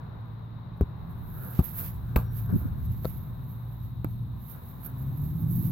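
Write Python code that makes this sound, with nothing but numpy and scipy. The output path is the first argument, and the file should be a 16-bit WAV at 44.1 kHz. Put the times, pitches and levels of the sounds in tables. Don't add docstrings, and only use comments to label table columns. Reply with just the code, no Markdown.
import sys
import numpy as np
from scipy import signal
from scipy.fft import rfft, irfft, next_fast_len
from scipy.io import wavfile
from scipy.ndimage import uniform_filter1d

SR = 44100
rng = np.random.default_rng(int(sys.argv[2]) if len(sys.argv) > 2 else 0)


def bounce(signal):
    frames = np.transpose(np.atleast_2d(signal))
    limited = np.clip(frames, -1, 1)
    pcm = np.round(limited * 32767).astype(np.int16)
    wavfile.write(sys.argv[1], SR, pcm)


N = 252103

# time in seconds, firing rate in Hz, level in dB.
MAIN_ENGINE = [(0, 112.6, -44.5), (1.9, 117.5, -47), (2.15, 118.8, -33), (2.42, 111.4, -35),
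               (2.58, 116.8, -44), (3.4, 118.9, -41.5), (3.8, 114.6, -38.5), (4.35, 122.5, -41.5),
               (4.6, 117.9, -58), (4.85, 115, -44), (5.05, 134.3, -33.5), (5.72, 183.4, -35.5)]
# frequency in Hz, relative density in dB.
RUMBLE_COLOUR = [(60, -16), (105, 1), (140, 2), (180, -3.5), (240, -13.5), (330, -22.5), (500, -42.5),
                 (1000, -60.5)]
# frequency in Hz, relative density in dB.
SLAP_COLOUR = [(100, -15), (600, 12.5), (900, 15.5), (1300, 8.5), (1900, -7.5), (2650, -3.5), (3300, -17),
               (4400, -9), (6000, -30), (8000, -12.5), (10000, -27), (12500, -5), (16000, -12.5)]


def undb(db):
    return 10 ** (np.asarray(db) / 20)


def curves(table):
    s, *columns = np.transpose(table)
    return [np.interp(np.arange(N) / SR, s, c) for c in columns]


def unit(x):
    return x / np.sqrt(np.mean(x ** 2))


def pan(db):
    return unit(undb(np.array([[db], [-db]]) / 2))


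def noise(colour):
    hz, db = np.transpose(colour)
    octave, points = np.log2(np.arange(N // 2 + 1) * SR / N + 1), np.log2(hz)
    beyond = np.abs(octave - np.clip(octave, points[0], points[-1]))
    size = next_fast_len(N)
    gain = undb(np.interp(octave, points, db) - 20 * beyond)
    gain = np.interp(np.linspace(0, 1, size // 2 + 1), np.linspace(0, 1, len(gain)), gain)
    return unit(irfft(gain * rfft(rng.standard_normal(size)), size)[:N])


def wide(colour, side_db):
    return noise(colour) + undb(side_db) * noise(colour) * np.array([[1], [-1]])


def drift(rate):
    hold = max(int(SR / rate), 1)
    steps = np.repeat(rng.standard_normal(N // hold + 1), hold)
    return unit(uniform_filter1d(uniform_filter1d(steps, hold), hold)[:N])


def swell(s, rise_s, fall_s, shape=1.2):
    t = np.arange(N) / SR - s
    return np.exp(-np.minimum(np.abs(t) / np.where(t < 0, rise_s, fall_s), 20) ** shape)


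def ring(t, modes):
    return sum(undb(db) * np.cos(2 * np.pi * hz * t) * np.exp(-np.log(1000) * t / t60)
               for hz, db, t60 in modes)


def at_level(hit, db):
    return hit * undb(db) / np.sqrt(np.sum(hit ** 2) / (.025 * SR))


def add(out, s, x):
    i = int(s * SR)
    out[:, i:i + x.shape[-1]] += x[..., :N - i]


def road(cruise_hz=112.5, rumble_db=-45.5, db_per_octave=26, hiss_db=-72):
    # frequency in Hz, relative density in dB.
    tyre_colour = [(200, -2), (350, 1), (550, -2), (800, 0), (1020, 3), (1350, -5.5), (1900, -13),
                   (2800, -24), (4000, -32)]
    port_colour = [(2500, -12.5), (3300, -10.5), (3800, 2.5), (4150, -5.5), (4600, -18), (6000, -30.5)]
    # time in seconds, level in dB.
    tyre_level = [(0, -56), (1.0, -57), (1.85, -54.5), (2.25, -59), (2.9, -56.5), (3.7, -55.5), (4.2, -58),
                  (5.0, -57), (5.72, -55.5)]
    tyres = wide(tyre_colour, -0.91) * pan(2.7) * undb(curves(tyre_level)[0] + 1.75 * drift(3.3))
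    rev_octaves = np.log2(curves(MAIN_ENGINE)[0] / cruise_hz)
    rumble = wide(RUMBLE_COLOUR, -11.5) * undb(rumble_db + db_per_octave * rev_octaves)
    return tyres + rumble + wide(port_colour, -1.1) * pan(6.6) * undb(hiss_db)


def exhaust(track, orders, waver=0.0091, fade_db=2.0):
    hz, db = curves(track)
    phase = 2 * np.pi * np.cumsum(hz * (1 + waver * drift(22))) / SR
    return sum(undb(db + order_db + fade_db * drift(12)) * np.sqrt(2) * np.sin(order * phase)
               for order, order_db in orders)


def engines():
    # time in seconds, firing rate in Hz, level in dB.
    second_engine = [(0, 100, -83.5), (4, 103, -62), (4.2, 107.7, -48), (4.65, 120.2, -50),
                     (4.9, 130.6, -48), (5.72, 151, -48)]
    # multiple of the firing rate, relative level in dB.
    main_orders = [(.5, -9), (1, -0.5), (1.5, -16.5), (2, -32.5)]
    second_orders = [(1, 3), (2, -9.5), (3, -25.5)]
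    return exhaust(MAIN_ENGINE, main_orders) + exhaust(second_engine, second_orders)


def bird(waver=0.002):
    # time in seconds, pitch in Hz, level in dB.
    whistle = [(2.09, 5100, -100), (2.13, 5400, -88), (2.23, 5560, -81), (2.275, 5640, -72),
               (2.325, 5660, -76), (2.36, 5760, -100)]
    hz, db = curves(whistle)
    phase = 2 * np.pi * np.cumsum(hz * (1 + waver * drift(120))) / SR
    t = np.arange(N) / SR
    return pan(2) * undb(db) * np.sin(phase) * (t > whistle[0][0]) * (t < whistle[-1][0])


def wind(deep_db=1.5, upper_db=1, flutter_db=1.5, upper_flutter_db=0.93):
    # time in seconds, relative level in dB.
    gusts = [(0, -52), (0.75, -49.5), (1.25, -42.5), (1.6, -46.5), (2.3, -39), (2.6, -36), (3.15, -40.5),
             (3.7, -48.5), (4.25, -41.5), (4.55, -53.5), (5.15, -43), (5.72, -39.5)]
    # frequency in Hz, relative density in dB.
    deep_colour = [(15, -29.5), (35, -7.5), (60, -4.5), (90, -0.5), (130, -14.5), (250, -31)]
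    # peak time in seconds, level in dB, half-width in seconds, centre in Hz.
    puffs = [(2.54, -23, 0.015, 186.5), (2.562, -22.5, 0.005, 172), (2.657, -26.5, 0.0037, 155),
             (2.905, -29.5, 0.0078, 108.5)]
    strength, = curves(gusts)
    out = wide(deep_colour, -6) * undb(strength + deep_db + flutter_db * drift(15)) * pan(-1.5)
    out += wide(RUMBLE_COLOUR, -9.0) * undb(strength + upper_db + upper_flutter_db * drift(18))
    t = np.arange(N) / SR
    for s, db, width_s, hz in puffs:
        eddy = wide([(hz / 2, -8), (hz, 0), (2 * hz, -21), (4 * hz, -48)], -1.8)
        out += eddy * undb(db) * np.exp(-((t - s) / width_s) ** 2 / 2)
    return out


def hand_rub():
    # peak time in seconds, level in dB, rise and fall in seconds.
    rubs = [(0.03, -61, 0.13, 0.16), (1.46, -51, 0.12, 0.17), (1.82, -52.5, 0.055, 0.037),
            (2.2, -56.5, 0.16, 0.29), (2.5, -47.5, 0.014, 0.031), (2.64, -59, 0.24, 0.16),
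            (4.55, -59.5, 0.034, 0.073), (4.87, -55, 0.027, 0.042)]
    # frequency in Hz, relative density in dB.
    grip_colour = [(200, -4.5), (450, -0.5), (800, -7.5), (1050, -10), (1350, -2), (1650, -6),
                   (2050, -25.5), (4000, -31)]
    power = sum((undb(db) * swell(s, rise_s, fall_s)) ** 2 for s, db, rise_s, fall_s in rubs)
    return wide(grip_colour, 0.54) * pan(5.0) * np.sqrt(power)


def rustle_and_ticks(cloth_scrape_db=-17, cloth_pan_db=3):
    # time in seconds, level in dB.
    cloth_level = [(0, -74), (0.7, -77), (1.5, -60.5), (3.1, -63.5), (4.3, -67.5), (4.6, -58.5),
                   (5.72, -61)]
    # peak time in seconds, hiss in dB, rise and fall in seconds,
    # scrape against the hiss in dB, left minus right in dB.
    bursts = [(0.775, -68, 0.013, 0.022, -17, -3), (0.811, -44, 0.00077, 0.0019, -13, -9),
              (1.11, -60.5, .02, 0.031, -36.5, -13), (1.47, -45, 0.14, 0.18, -28.5, -7.5),
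              (1.575, -50, .04, 0.052, -9.5, -9), (1.594, -36, 0.0033, 0.008, -32, -4),
              (1.645, -37, .015, 0.07, -22.5, -16), (1.795, -34.5, 0.046, 0.069, -24, -2.5),
              (1.87, -41.5, 0.072, 0.04, -16.5, -4), (2.164, -27.5, 0.0017, 0.0075, -21, -1),
              (2.19, -45, 0.016, 0.037, -19, -9), (2.379, -42, 0.037, 0.052, -21.5, -10),
              (2.59, -49, 0.11, 0.062, -26, -16), (2.85, -53.5, 0.052, .035, -19, -17),
              (2.92, -52.5, .02, 0.057, -17.5, -13), (3.07, -45, 0.056, 0.11, -20.5, -12),
              (3.522, -56, 0.086, 0.086, -37, -13), (3.73, -58, 0.058, 0.05, -23, -14),
              (3.84, -58, 0.05, 0.064, -20, -12), (4.0455, -36, 0.00078, 0.0016, -23, -17),
              (4.09, -56.5, 0.019, 0.094, -19, -13), (4.51, -44.5, .06, 0.039, -23, -12),
              (4.70, -56.5, 0.13, 0.067, -28, -18), (4.865, -39.5, 0.03, 0.019, -26, -11),
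              (4.99, -50, 0.019, 0.062, -27, -14), (5.22, -50, 0.091, 0.19, -26, -18),
              (5.411, -50, 0.039, 0.039, -33, -17), (5.523, -39.5, 0.031, 0.14, -34, -8),
              (5.66, -42.5, 0.077, 0.074, -23.5, -12)]
    # frequency in Hz, relative density in dB.
    left_colour = [(4000, -33.5), (6500, -27), (7900, -8.5), (9200, -20.5), (12000, 3), (15500, 6.5)]
    right_colour = [(4000, -31.5), (9000, -37), (10300, -20), (11300, -7.5), (12300, -0.5), (13800, -5),
                    (16000, -11)]
    scrape_colour = [(600, -12.5), (1700, 12.5), (3000, 7), (5000, 4), (6500, 1), (9500, 0.5), (13000, -12)]
    cloth = undb(curves(cloth_level)[0])
    hiss_power = (pan(cloth_pan_db) * cloth) ** 2
    scrape_power = (undb(cloth_scrape_db) * cloth) ** 2
    for s, db, rise_s, fall_s, scrape_db, pan_db in bursts:
        burst = undb(db) * swell(s, rise_s, fall_s)
        hiss_power += (pan(pan_db) * burst) ** 2
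        scrape_power += (undb(scrape_db) * burst) ** 2
    hiss = np.array([noise(left_colour), noise(right_colour)]) * np.sqrt(hiss_power)
    return hiss + wide(scrape_colour, -1) * np.sqrt(scrape_power)


def knocks(tick_s=0.0013, snap_s=0.00075):
    # start in seconds, ring level in dB, tick level in dB.
    contacts = [(3.0468, -39.5, -51), (3.0529, -32, -39.5)]
    # frequency in Hz, relative level in dB, t60 in seconds.
    hollow_modes = [(260, -25, .035), (520, 12, 0.02), (600, 3, 0.026), (1120, -1.5, 0.019),
                    (1330, -1.5, 0.022), (2260, -4, 0.0068), (3778, -11.5, 0.017), (4280, -3, 0.0072)]
    out, t = np.zeros((2, N)), np.arange(SR // 8) / SR
    hollow = (1 - np.exp(-t / snap_s)) * ring(t, hollow_modes)
    for s, db, tick_db in contacts:
        tick = wide(SLAP_COLOUR, -0.89)[:, :len(t)] * np.exp(-t / tick_s)
        add(out, s, pan(7.0) * at_level(hollow, db) + at_level(tick, tick_db))
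    return out


def smacks():
    # peak time in seconds, peak level in dB, rise and fall time in seconds.
    cusps = [(2.1646, -8.5, .0007), (3.0540, -14, 0.00047)]
    t = np.arange(N) / SR
    return sum(pan(4.4) * undb(db) * np.exp(-np.abs(t - s) / width_s) for s, db, width_s in cusps)


def ball(thud_s=.028, brake_s=0.0033, scuff_s=0.031, scuff_db=-24, snap_s=0.00024):
    # start in seconds, thud in dB, thud pitch in Hz,
    # shell in dB, shell tuning ratio, contact in seconds, relative slap level in dB,
    # slap decay in seconds, air ring in dB, left minus right in dB.
    touches = [(0.8101, -18.5, 72.5, -24, 1.08, 0.0014, -46, 0.0016, -59.5, 2.5),
               (1.5908, -21.5, 71, -17.5, 0.99, 0.0033, -37.5, 0.0098, -54, 2),
               (2.1602, -20, 69.4, -30, 0.98, 0.0017, -29.5, 0.0009, -34.5, -1.5),
               (2.1630, -29.5, 132, -36.5, 1.7, 0.00061, -32, 0.0012, -47, -0.5),
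               (4.0452, -35, 88.2, -30.5, 0.814, 0.002, -37.5, 0.0018, -57, -4.5)]
    # frequency in Hz, relative dB, t60 in seconds.
    shell_modes = [(152, 12, 0.028), (250.4, -6.5, 0.074), (358.4, 3, 0.057), (525, -24, 0.096),
                   (646, -3, .025), (896, 4, 0.019)]
    air_modes = [(474.5, -3, 0.24), (841, 6.5, 0.054), (1180, 2.5, 0.095), (1391.4, -18, 0.013),
                 (1584, 1, 0.064), (2320, -5, 0.059), (2560, 8, 0.016), (2700, -19, 0.023),
                 (3870, -25, 0.079)]
    out, t = np.zeros((2, N)), np.arange(SR // 3) / SR
    brake = np.sin(np.pi / 2 * np.clip((thud_s - t) / brake_s, 0, 1)) ** 2
    onset = 1 - np.exp(-t / snap_s)
    air = onset * ring(t, air_modes)
    for s, thud_db, thud_hz, shell_db, tuning, contact_s, slap_db, slap_s, air_db, pan_db in touches:
        heave = -np.cos(2 * np.pi * thud_hz * t) * (1 - np.exp(-(t / contact_s) ** 2)) * brake
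        push = np.sin(np.pi * t / contact_s) * (t < contact_s)
        tuned_modes = [(hz * tuning, db, t60) for hz, db, t60 in shell_modes]
        shell = -signal.fftconvolve(push, ring(t, tuned_modes))[:len(t)]
        slap_decay = np.exp(-t / slap_s) + undb(scuff_db) * np.exp(-t / scuff_s)
        slap = wide(SLAP_COLOUR, -1)[:, :len(t)] * pan(4.5) * onset * slap_decay
        body = at_level(heave, thud_db) + at_level(shell, shell_db) + at_level(air, air_db)
        add(out, s, pan(pan_db) * (body + at_level(slap, slap_db + 1.5)))
    return out


def scene():
    traffic = road() + engines()
    hits = ball() + knocks() + smacks()
    grain = undb(1.35 * drift(900) + drift(60))
    close_noise = grain * (rustle_and_ticks() + hand_rub())
    return hits + close_noise + wind() + traffic + bird()


def record(dry, low_cut_hz=18, top_hz=15950):
    dry = signal.sosfilt(signal.butter(1, low_cut_hz, "high", fs=SR, output="sos"), dry)
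    return signal.sosfilt(signal.ellip(10, .2, 70, top_hz, fs=SR, output="sos"), dry)


dry = scene()
out = record(dry)
bounce(out)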